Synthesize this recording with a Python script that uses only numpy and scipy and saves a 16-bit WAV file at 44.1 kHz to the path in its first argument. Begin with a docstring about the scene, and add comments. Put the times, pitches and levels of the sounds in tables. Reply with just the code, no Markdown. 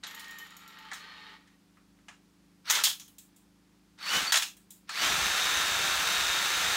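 """A soft grinding creep with ticks and knocks opens the scene, over a faint hum in a small brick room.
A cordless drill turns a brush on a flexible rod: two short bursts follow, each ending in a clack of the brake,
then a steady run at full speed. Tooth contacts are shaped noise; whine, whistle and hum are wavering tones;
the brush's air is noise that swells once a turn; clacks and ticks are decaying noise through resonances."""
import sys
import numpy as np
from scipy import signal
from scipy.fft import rfft, irfft
from scipy.io import wavfile
from scipy.ndimage import uniform_filter1d

SR = 44100
rng = np.random.default_rng(int(sys.argv[2]) if len(sys.argv) > 2 else 0)


def bounce(signal):
    """Save signal as a 16-bit WAV file at the path given by the first command-line argument."""
    frames = np.transpose(np.atleast_2d(signal))
    limited = np.clip(frames, -1, 1)
    pcm = np.round(limited * 32767).astype(np.int16)
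    wavfile.write(sys.argv[1], SR, pcm)


N = 298116


def gain_of(db):
    """Amplitude ratio of a level in dB."""
    return 10 ** (np.asarray(db) / 20)


def evened(x):
    """Scales to an rms of 1."""
    return x / np.sqrt(np.mean(x ** 2) + 1e-20)


def read(points, hz):
    """Interpolates a (Hz, value) table over log frequency."""
    f, value = np.transpose(points)
    return np.interp(np.log(hz + 1), np.log(f + 1), value)


def played(rows):
    """Times in s and the interpolated columns of a table at every sample it spans."""
    s, *columns = np.transpose(rows)
    t = np.arange(s[0], min(s[-1], N / SR), 1 / SR)
    return t, [np.interp(t, s, c) for c in columns]


def add(mix, s, sound):
    """Adds a sound to the mix in place, from s seconds on."""
    part = mix[round(s * SR):][:len(sound)]
    part += sound[:len(part)]


def coloured(x, db_at):
    """Shapes the spectrum by a rule in dB over Hz; rms 1."""
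    hz = np.fft.rfftfreq(len(x), 1 / SR)
    return evened(irfft(rfft(x) * gain_of(db_at(hz)), len(x)))


def band(x, lo_hz, hi_hz):
    """Butterworth band-pass."""
    edges_hz = [lo_hz, min(hi_hz, .45 * SR)]
    return signal.sosfilt(signal.butter(3, edges_hz, "band", fs=SR, output="sos"), x)


def resonate(x, hz, width_hz):
    """Shifts hz down to zero, smooths, and shifts back: a resonance of gain 1."""
    turn = np.exp(2j * np.pi * np.cumsum(hz * np.ones(len(x))) / SR)
    r = np.exp(-np.pi * abs(width_hz) / SR)
    return 2 * (turn * signal.lfilter([1 - r], [1, -r], x / turn)).real


def rings(x, modes):
    """Sum of resonances, each with its own peak gain and width."""
    return sum(gain_of(db) * resonate(x, hz, width_hz) for hz, width_hz, db in modes)


def wavering(hz, width_hz, steady):
    """Tone of drifting strength and phase: part sine (share: steady), part narrow noise at the same pitch."""
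    r = np.exp(-np.pi * abs(width_hz) / SR)
    drift = signal.lfilter([1], [1, -r], rng.standard_normal((2, len(hz))))
    drift = evened(uniform_filter1d(drift, 200))
    strength = steady + (1 - steady) * (drift[0] + 1j * drift[1])
    carrier = np.exp(2j * np.pi * (np.cumsum(hz) / SR + rng.random()))
    return np.sqrt(2) * (strength * carrier).real


def grains(count, per_s, spread_db):
    """Dense random knocks of uneven size on a bed of hiss."""
    size = gain_of(spread_db * np.minimum(rng.exponential(1, count), 4)) * (rng.random(count) < per_s / SR)
    return evened(size * rng.standard_normal(count)) + 1.14 * rng.standard_normal(count)


# spectrum of the hiss: (frequency [Hz], density [relative dB per Hz])
HISS_SPECTRUM = [(220, -33), (380, -5.5), (617, -12), (793, -11.5), (899, -10.5), (1190, -12), (2410, -15),
                 (2770, -16), (4800, -16.5), (8970, -22), (16000, -29.5)]
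# spectrum of the rumble: (frequency [Hz], density [relative dB per Hz])
RUMBLE_SPECTRUM = [(25, -40.5), (50, -8), (70, -8.5), (110, -12), (200, -8.5), (300, -9), (380, -21),
                   (500, -42)]
# turning rate of a far machine: (time [s], rate [Hz])
HUM_RATE = [(0.0, 26), (1.02, 25.65), (2.28, 26), (2.75, 25.85), (4.05, 26.5), (4.9, 26.05)]
# its drone: (multiple of the turning rate, level [relative dB])
HUM_ORDERS = [(2, -7.5), (4, -10), (6, -9), (7, 1), (8, -2), (9, -18.5), (10, -17.5), (11, -2), (12, -9.5),
              (13, -10.5), (15, -18)]
HISS_DB, RUMBLE_DB, HUM_DB = -70.5, -73.0, -69


def quiet_room():
    """Hiss of room and microphone, low rumble, and a far machine's drone on multiples of its turning rate."""
    hiss = coloured(rng.standard_normal(N), lambda hz: read(HISS_SPECTRUM, hz))
    rumble = coloured(rng.standard_normal(N), lambda hz: read(RUMBLE_SPECTRUM, hz))
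    rate_hz = np.interp(np.arange(N) / SR, *np.transpose(HUM_RATE))
    hum = sum(gain_of(db) * wavering(k * rate_hz, width_hz=1.8, steady=0.9) for k, db in HUM_ORDERS)
    return gain_of(HISS_DB) * hiss + gain_of(RUMBLE_DB) * rumble + gain_of(HUM_DB) * hum


# early decay of the room: (frequency [Hz], time to fall 60 dB at the early rate [s])
ROOM_DECAY = [(500, 0.55), (1500, 0.35), (4000, .38), (9000, 0.87), (15000, 0.32)]


def fall_db(t, hz):
    """Room decay: each band at its own rate, and faster once the near walls are done."""
    return 60 * t / read(ROOM_DECAY, hz) + 165.0 * np.maximum(t - .065, 0)


def room(x):
    """Decaying taps of random sign; three random tails fade into one another, so no fixed colour stays."""
    out, turn = np.zeros(N), np.arange(N) / SR * np.pi * 3.3
    for k in range(3):
        taps = np.zeros(SR // 2)
        at = np.arange(120, len(taps) - 12, 12)
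        taps[at + rng.integers(0, 12, len(at))] = rng.choice([-1., 1.], len(at))
        hz, t, z = signal.stft(taps, SR, nperseg=128)
        tail = signal.istft(z * gain_of(-fall_db(t, hz[:, None])), SR, nperseg=128)[1]
        share = np.sqrt(2 / 3) * np.cos(turn + k * np.pi / 3)
        out += signal.oaconvolve(x * share, tail / np.linalg.norm(tail))[:N]
    return out


# ticks of the rod's coupling as it turns: (time [s], level [relative dB], upper ring gain [dB])
TICKS = [(0.0717, -36, 10), (0.11, -38, 2), (0.1473, -32, -2), (0.194, -47, -8), (0.281, -41, -5),
         (0.3093, -35.5, -8), (0.3855, -31.5, 3), (0.4678, -45, -12), (0.505, -42.5, -18),
         (0.567, -35.5, -1), (0.677, -39, -3), (0.7873, -44, 0), (0.8494, -55, -14)]
# modes of the coupling: (frequency [Hz], width [Hz], gain [dB])
COUPLING_MODES = [(5700, 440, -7), (6900, 380, 3), (8350, 350, -22), (15600, 500, -8)]
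UPPER_RING_HZ, UPPER_RING_WIDTH_HZ = 12360, 1300.  # width of each of two stages


def ticks():
    """Light taps, as decaying noise, ring the small high modes of the coupling."""
    out, t = np.zeros(N), np.arange(3000) / SR
    for s, db, upper_db in TICKS:
        tap = rng.standard_normal(len(t)) * np.exp(-t / 0.007)
        upper = resonate(tap, UPPER_RING_HZ, UPPER_RING_WIDTH_HZ)
        upper = resonate(upper, UPPER_RING_HZ, UPPER_RING_WIDTH_HZ)
        direct = gain_of(-12.0) * band(tap, 2000, 18400)
        tap = rings(tap, COUPLING_MODES) + direct + gain_of(upper_db) * upper
        onset_rms = np.sqrt(np.mean(tap[:300] ** 2))
        add(out, s, gain_of(db - 14.5) * tap / onset_rms)
    return out


# clacks of trigger, gear slack and brake: (time [s], level [relative dB], lows [dB re middle band],
# highs [dB re middle band], strongest ring [Hz])
CLACKS = [(0.0352, -31.5, -4, -37, 4030), (0.066, -35.5, -14, -15, 3330), (0.1945, -39.5, -4, -2, 1870),
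          (0.2414, -45, -4, -23, 1850), (0.9143, -40, 11, -22.5, 1840), (0.9314, -34, -18, -11, 1910),
          (0.94, -40, -13, -10, 1210), (1.4736, -57.5, 0, -19, 1970), (1.7702, -70.5, 18, -3, 1340),
          (1.9873, -69, 10, -16, 1400), (2.083, -42, 4, -24, 2920), (2.6983, -15.5, -8.5, -9, 6270),
          (2.7063, -16, -9, -4, 6500), (2.7509, -18, -12.5, -19, 3360), (2.837, -11.5, -16, -4.5, 4400),
          (2.8501, -15, -23, -20, 3340), (2.8683, -19.5, -8, -21, 3380), (2.9972, -37.5, -14, -5, 6200),
          (3.015, -44, -13, -18, 6500), (3.0778, -51, -8.5, 2, 3020), (3.1827, -43, -21, 1, 7300),
          (3.3615, -56, -17, 3.5, 7840), (3.986, -50, 1, -24, 4330), (4.3209, -13.5, -3, -8.5, 1720),
          (4.3403, -15.5, -2.5, -21, 2720), (4.356, -16, -3.5, -14.5, 1840),
          (4.3706, -17, -7.5, -8.5, 3640), (4.4216, -21, -8, -11, 2700), (4.567, -51, -7, 0.5, 8020),
          (4.7048, -44, -32, 4, 7260), (4.892, -30.5, -0.5, -18, 4270)]
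# modes of the chuck: (frequency [Hz], width [Hz], gain [relative dB])
CHUCK_MODES = [(1340, 58, -1.5), (1720, 360, -7), (3330, 160, -3), (3610, 150, -10.5), (3935, 65, 0),
               (5300, 45, -2.5), (6340, 200, -8), (6900, 90, -4.5), (9000, 150, -14)]
CHATTER_S, WASH_DB = 0.014, -9.5
RING_SHARE = 0.3  # width of each ring stage / its pitch


def clacks():
    """Chatter of metal on metal, coloured by the chuck and the spot hit, then the wash of the walls."""
    out, t = np.zeros(N), np.arange(11000) / SR
    blow = np.exp(-t / CHATTER_S) * np.minimum(t / 0.00086, 1)  # the parts chatter, then settle
    swell = gain_of(WASH_DB) * (1 - np.exp(-t / 0.0022))  # echoes pile up behind the blow
    for s, db, low_db, high_db, ring_hz in CLACKS:
        noise = rng.standard_normal(len(t))
        ring_width_hz = RING_SHARE * ring_hz
        spot = resonate(resonate(noise, ring_hz, ring_width_hz), ring_hz, ring_width_hz)
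        noise += gain_of(6.0) * rings(noise, CHUCK_MODES) + gain_of(3.5) * spot
        for lo_hz, hi_hz, part_db in [(750, 2500, low_db), (2500, 8000, 0), (8000, 17000, high_db)]:
            wash = swell * gain_of(-fall_db(t, np.sqrt(lo_hz * hi_hz)))
            part = band(np.hypot(blow, wash) * noise, lo_hz, hi_hz) / np.std(band(noise, lo_hz, hi_hz))
            add(out, s, gain_of(db + part_db - 6.0) * part)
    return out


def tones(rows, glide_hz_per_s, width_hz, steady):
    """Wavering tones that glide slowly while they swell or fade."""
    out = np.zeros(N)
    for s, length_s, mid_hz, start_db, end_db in rows:
        t = np.arange(0, length_s, 1 / SR)
        level = gain_of(start_db + (end_db - start_db) * t / length_s) * signal.windows.tukey(len(t), .2)
        hz = mid_hz + glide_hz_per_s * (t - length_s / 2)
        add(out, s, level * wavering(hz, width_hz, steady))
    return out


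# whistle of the half-pressed switch: (start [s], length [s], mid pitch [Hz], start level [dB], end level [dB])
WHISTLES = [(2.672, 0.034, 4400, -52, -37), (3.995, 0.12, 4470, -56, -38), (4.266, 0.055, 4544, -30.5, -46),
            (4.9, 0.047, 4300, -44, -53), (4.955, 0.075, 4540, -35, -46)]


def switch_whistle():
    """The half-pressed speed switch whistles: short rising tones, mostly narrow noise."""
    return tones(WHISTLES, glide_hz_per_s=900, width_hz=45., steady=0.097)


# held whines of the creeping motor: (start [s], length [s], mid pitch [Hz], start level [dB], end level [dB])
CREEP_WHINES = [(0.09, 0.39, 1853, -54, -46.5), (0.1, 0.3, 900, -64, -74), (0.13, 0.35, 3045, -61, -58),
                (0.49, 0.41, 1355, -57, -60), (0.6, 0.297, 879.6, -68, -57.5), (0.95, 0.38, 1830, -58, -60),
                (0.96, 0.43, 870, -70, -63), (0.97, 0.33, 4290, -62, -60)]


def creep_whine():
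    """The creeping motor holds whines that sink slowly."""
    return tones(CREEP_WHINES, glide_hz_per_s=-43.5, width_hz=24.0, steady=0.7)


# slow creep: (time [s], grind level [relative dB])
CREEP = [(0.03, -44), (0.284, -46), (0.38, -48), (0.56, -51.5), (0.664, -50.5), (0.92, -47), (1.06, -46.5),
         (1.345, -47), (1.385, -61), (1.56, -71)]
# spectrum of the grind: (frequency [Hz], density [relative dB per Hz])
GRIND_SPECTRUM = [(240, -48), (400, -8.5), (687, -32.5), (865, -14.5), (1650, -8), (1840, -6), (2320, -10),
                  (4310, -11.5), (5690, -25.5), (16000, -71)]
# rings under the creep: (frequency [Hz], width [Hz], gain [relative dB])
HOUSING_MODES = [(905, 18, 1.5), (1234, 67, -0.5), (1550, 27, -15), (1880, 31, 0.5), (2200, 77, -14),
                 (3040, 76, -7.5), (3740, 19, -1.5), (4270, 16, -29), (6830, 60, -21)]
CREEP_TREBLE_DB = -23  # re grind


def creep():
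    """At low speed the teeth grind softly and ring the housing."""
    t, (level_db,) = played(CREEP)
    knocks = grains(len(t), per_s=700., spread_db=-0.5)
    grind = coloured(knocks, lambda hz: read(GRIND_SPECTRUM, hz))
    body = evened(band(grind, 484, 7800)) + gain_of(-6.0) * evened(rings(knocks, HOUSING_MODES))
    treble = gain_of(CREEP_TREBLE_DB) * evened(band(grind, 4400, 20000))
    return t[0], gain_of(level_db - 6.5) * (body + treble)


# teeth through the housing: (frequency [Hz], density [relative dB per Hz])
RATTLE_SPECTRUM = [(150, -51.5), (250, -16), (490, -15.5), (646, -11.5), (1080, -6), (1360, -1.5),
                   (2660, -4.5), (3110, -5.5), (3700, -2.5), (4030, -5.5), (4870, -9.5), (6310, -9.5),
                   (10400, -23), (14200, -23.5), (15500, -24.5)]
TREBLE_DB, TREBLE_PER_DB = -11.5, 0.2  # at full rattle; grows faster than the rattle
LOW_DB, LOW_PER_DB = -13, 0.16  # low mids at full buffet; swell with the buffet
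FULL_RATTLE_DB, FULL_BUFFET_DB = -28, -52  # reference points on the scales of the pull tables


def tooth_rattle(turns, level_db, air_db):
    """Tooth knocks through the housing, pulsing slightly twice a turn."""
    knocks = grains(len(turns), per_s=2500., spread_db=0.5) * (1 + 0.027 * np.cos(4 * np.pi * turns))
    knocks = coloured(knocks, lambda hz: read(RATTLE_SPECTRUM, hz))
    treble_db = TREBLE_DB + TREBLE_PER_DB * (level_db - FULL_RATTLE_DB)
    low_db = LOW_DB + LOW_PER_DB * (air_db - FULL_BUFFET_DB)
    middle = evened(band(knocks, 940, 8000))
    dull = np.clip((FULL_RATTLE_DB - 5.0 - level_db) / 14, 0, 1)  # a slow rattle has little above the rings
    rattle = middle - dull * band(middle, 5000, 9000)
    rattle += gain_of(treble_db) * evened(band(knocks, 8350, 17000))
    return rattle + gain_of(low_db) * evened(band(knocks, 310, 902))


# gear and motor tones: (multiple of mesh pitch, level settled [relative dB],
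# level while spinning up [relative dB], waver width [Hz])
ORDERS_OF_MESH = [(.367, -15, -18, 25), (.443, -16, -20, 40), (.478, -15, -17, 30), (.714, -16, -16, 12),
                  (.909, -20, -26, 25), (.953, -16, -22, 15), (.982, -18, -24, 15), (1, -9, -9, 6),
                  (1.404, -25, -32, 40), (1.663, -14, -22, 12), (1.965, -22, -14, 20),
                  (2.144, -25, -30, 30), (2.36, -29, -32, 40), (2.945, -29, -32, 30), (3.92, -25, -34, 20)]
# how the housing passes the whine: (mesh pitch [Hz], gain [relative dB])
WHINE_GAIN = [(700, -6), (1150, -5), (1340, 5), (1500, -3), (1750, 1), (2200, 0), (3000, 3), (3400, 0),
              (3750, 0)]
RADIATES_HZ = 1200  # the small housing sends out little tone below this
COAST_DB = -7


def gear_whine(mesh_hz, settled):
    """Gear and motor tones locked to the speed, shaken by gear slack until it settles."""
    wander = uniform_filter1d(uniform_filter1d(rng.standard_normal(len(mesh_hz)), size=2000), size=2000)
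    wander = evened(wander)  # the load on the rod varies
    slowing = np.clip(-np.gradient(mesh_hz) * SR / 15000, 0, 1)  # unloaded teeth whine less
    whine_db = read(WHINE_GAIN, mesh_hz) + COAST_DB * uniform_filter1d(slowing, size=300)
    shake = evened(uniform_filter1d(rng.standard_normal(len(mesh_hz)), 100))
    mesh_hz = mesh_hz * (1 + .018 * (1 - settled) * shake + .003 * wander)
    whine = 0
    for k, db, early_db, width_hz in ORDERS_OF_MESH:
        level = gain_of(settled * db + (1 - settled) * early_db)
        radiated = np.minimum(k * mesh_hz / RADIATES_HZ, 1) ** 4
        whine = whine + level * radiated * wavering(k * mesh_hz, width_hz, steady=.78)
    return gain_of(whine_db + 1) * whine


# spectrum of the beaten air: (frequency [Hz], density [relative dB per Hz])
BUFFET_SPECTRUM = [(18, -34.5), (30, -21), (54, 4), (125, -5.5), (184, 1), (231, -6.5), (300, -4.5),
                   (390, -30), (660, -120)]


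def brush_air(turns, air_db, settled):
    """Air beaten once a turn by the brush."""
    gusts = rng.standard_normal(len(turns)) * (1 + 0.51 * np.cos(2 * np.pi * turns))
    gusts = coloured(gusts, lambda hz: read(BUFFET_SPECTRUM, hz))
    shallow = 1.1 * band(gusts, 125, 900) - .4 * gusts  # deep only at full spread
    return gain_of(air_db) * (gusts + (1 - settled) * shallow)


# one table a pull of the trigger: (time [s], gear mesh [Hz], rattle level [relative dB],
# air buffet level [relative dB])
TRIGGER_PULLS = [
    [(2.63, 698, -89, -78), (2.656, 1003, -49, -77), (2.704, 1844, -32, -78), (2.74, 2130, -30, -80),
     (2.765, 2100, -29, -70.5), (2.782, 1390, -30, -72), (2.832, 1334, -37, -70)],
    [(3.975, 800, -63, -76.5), (3.991, 984, -53.5, -76), (4.031, 1658, -41, -71), (4.08, 2592, -34.5, -70),
     (4.115, 3010, -30.5, -63), (4.157, 2965, -25.5, -43), (4.19, 3048, -28.5, -48.5),
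     (4.255, 1340, -33, -57), (4.317, 1212, -37.5, -61)],
    [(4.87, 996, -67, -77), (4.896, 1184, -46.5, -82), (4.94, 1751, -38, -75), (4.972, 2477, -34.5, -70),
     (4.995, 2921, -31.5, -60), (5.045, 3050, -26.5, -46), (5.1, 3493, -28, -47), (5.24, 3755, -28, -50),
     (5.35, 3735, -28.5, -57), (5.56, 3770, -28, -52), (5.72, 3728, -28.5, -50), (5.9, 3750, -28.5, -52),
     (6.2, 3750, -28, -54), (6.35, 3712, -28.5, -54), (6.5, 3757, -28.5, -58), (6.62, 3763, -28.5, -52),
     (6.76, 3750, -28, -49)],
]
MESH_PER_TURN = 144  # tooth contacts for one turn of the chuck


def fast_run(rows):
    """One pull: rattle, whine and air follow the same speed curve."""
    t, (mesh_hz, level_db, air_db) = played(rows)
    turns = np.cumsum(mesh_hz / MESH_PER_TURN) / SR
    settled = np.clip((mesh_hz - 3000) / 500, 0, 1)
    rattle = tooth_rattle(turns, level_db, air_db)
    whine = gear_whine(mesh_hz, settled)
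    air = brush_air(turns, air_db, settled)
    to_end_s = t[-1] - t + (t[-1] > 6) * 1  # the last run does not fade out
    fade = np.clip(np.minimum(t - t[0], to_end_s) / .006, 0, 1)
    level = fade * gain_of(level_db - 2.0)
    return t[0], level * rattle, level * whine + fade * air


def scene():
    """Sums all layers, the same on both channels; whine and air of the fast runs stay without echo."""
    drill = creep_whine() + switch_whistle()
    near = np.zeros(N)
    for rows in TRIGGER_PULLS:
        s, rattle, whine_and_air = fast_run(rows)
        add(drill, s, rattle)
        add(near, s, whine_and_air)
    add(drill, *creep())
    taps = ticks()
    echoes = room(gain_of(-6.5) * drill + gain_of(-3.5) * taps)
    mono = drill + near + taps + clacks() + echoes + quiet_room()
    return np.array([mono, mono])


def band_limit(x):
    """A steep low-pass at the top of the band."""
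    return signal.sosfilt(signal.butter(12, 16840, fs=SR, output="sos"), x)


def record(dry):
    """Steep low-pass at 15.8 kHz."""
    edge = signal.firwin(511, 15800, window=("kaiser", 8), fs=SR)
    mix = signal.oaconvolve(dry, edge[None], "same")
    return band_limit(mix)


dry = scene()
out = record(dry)
bounce(out)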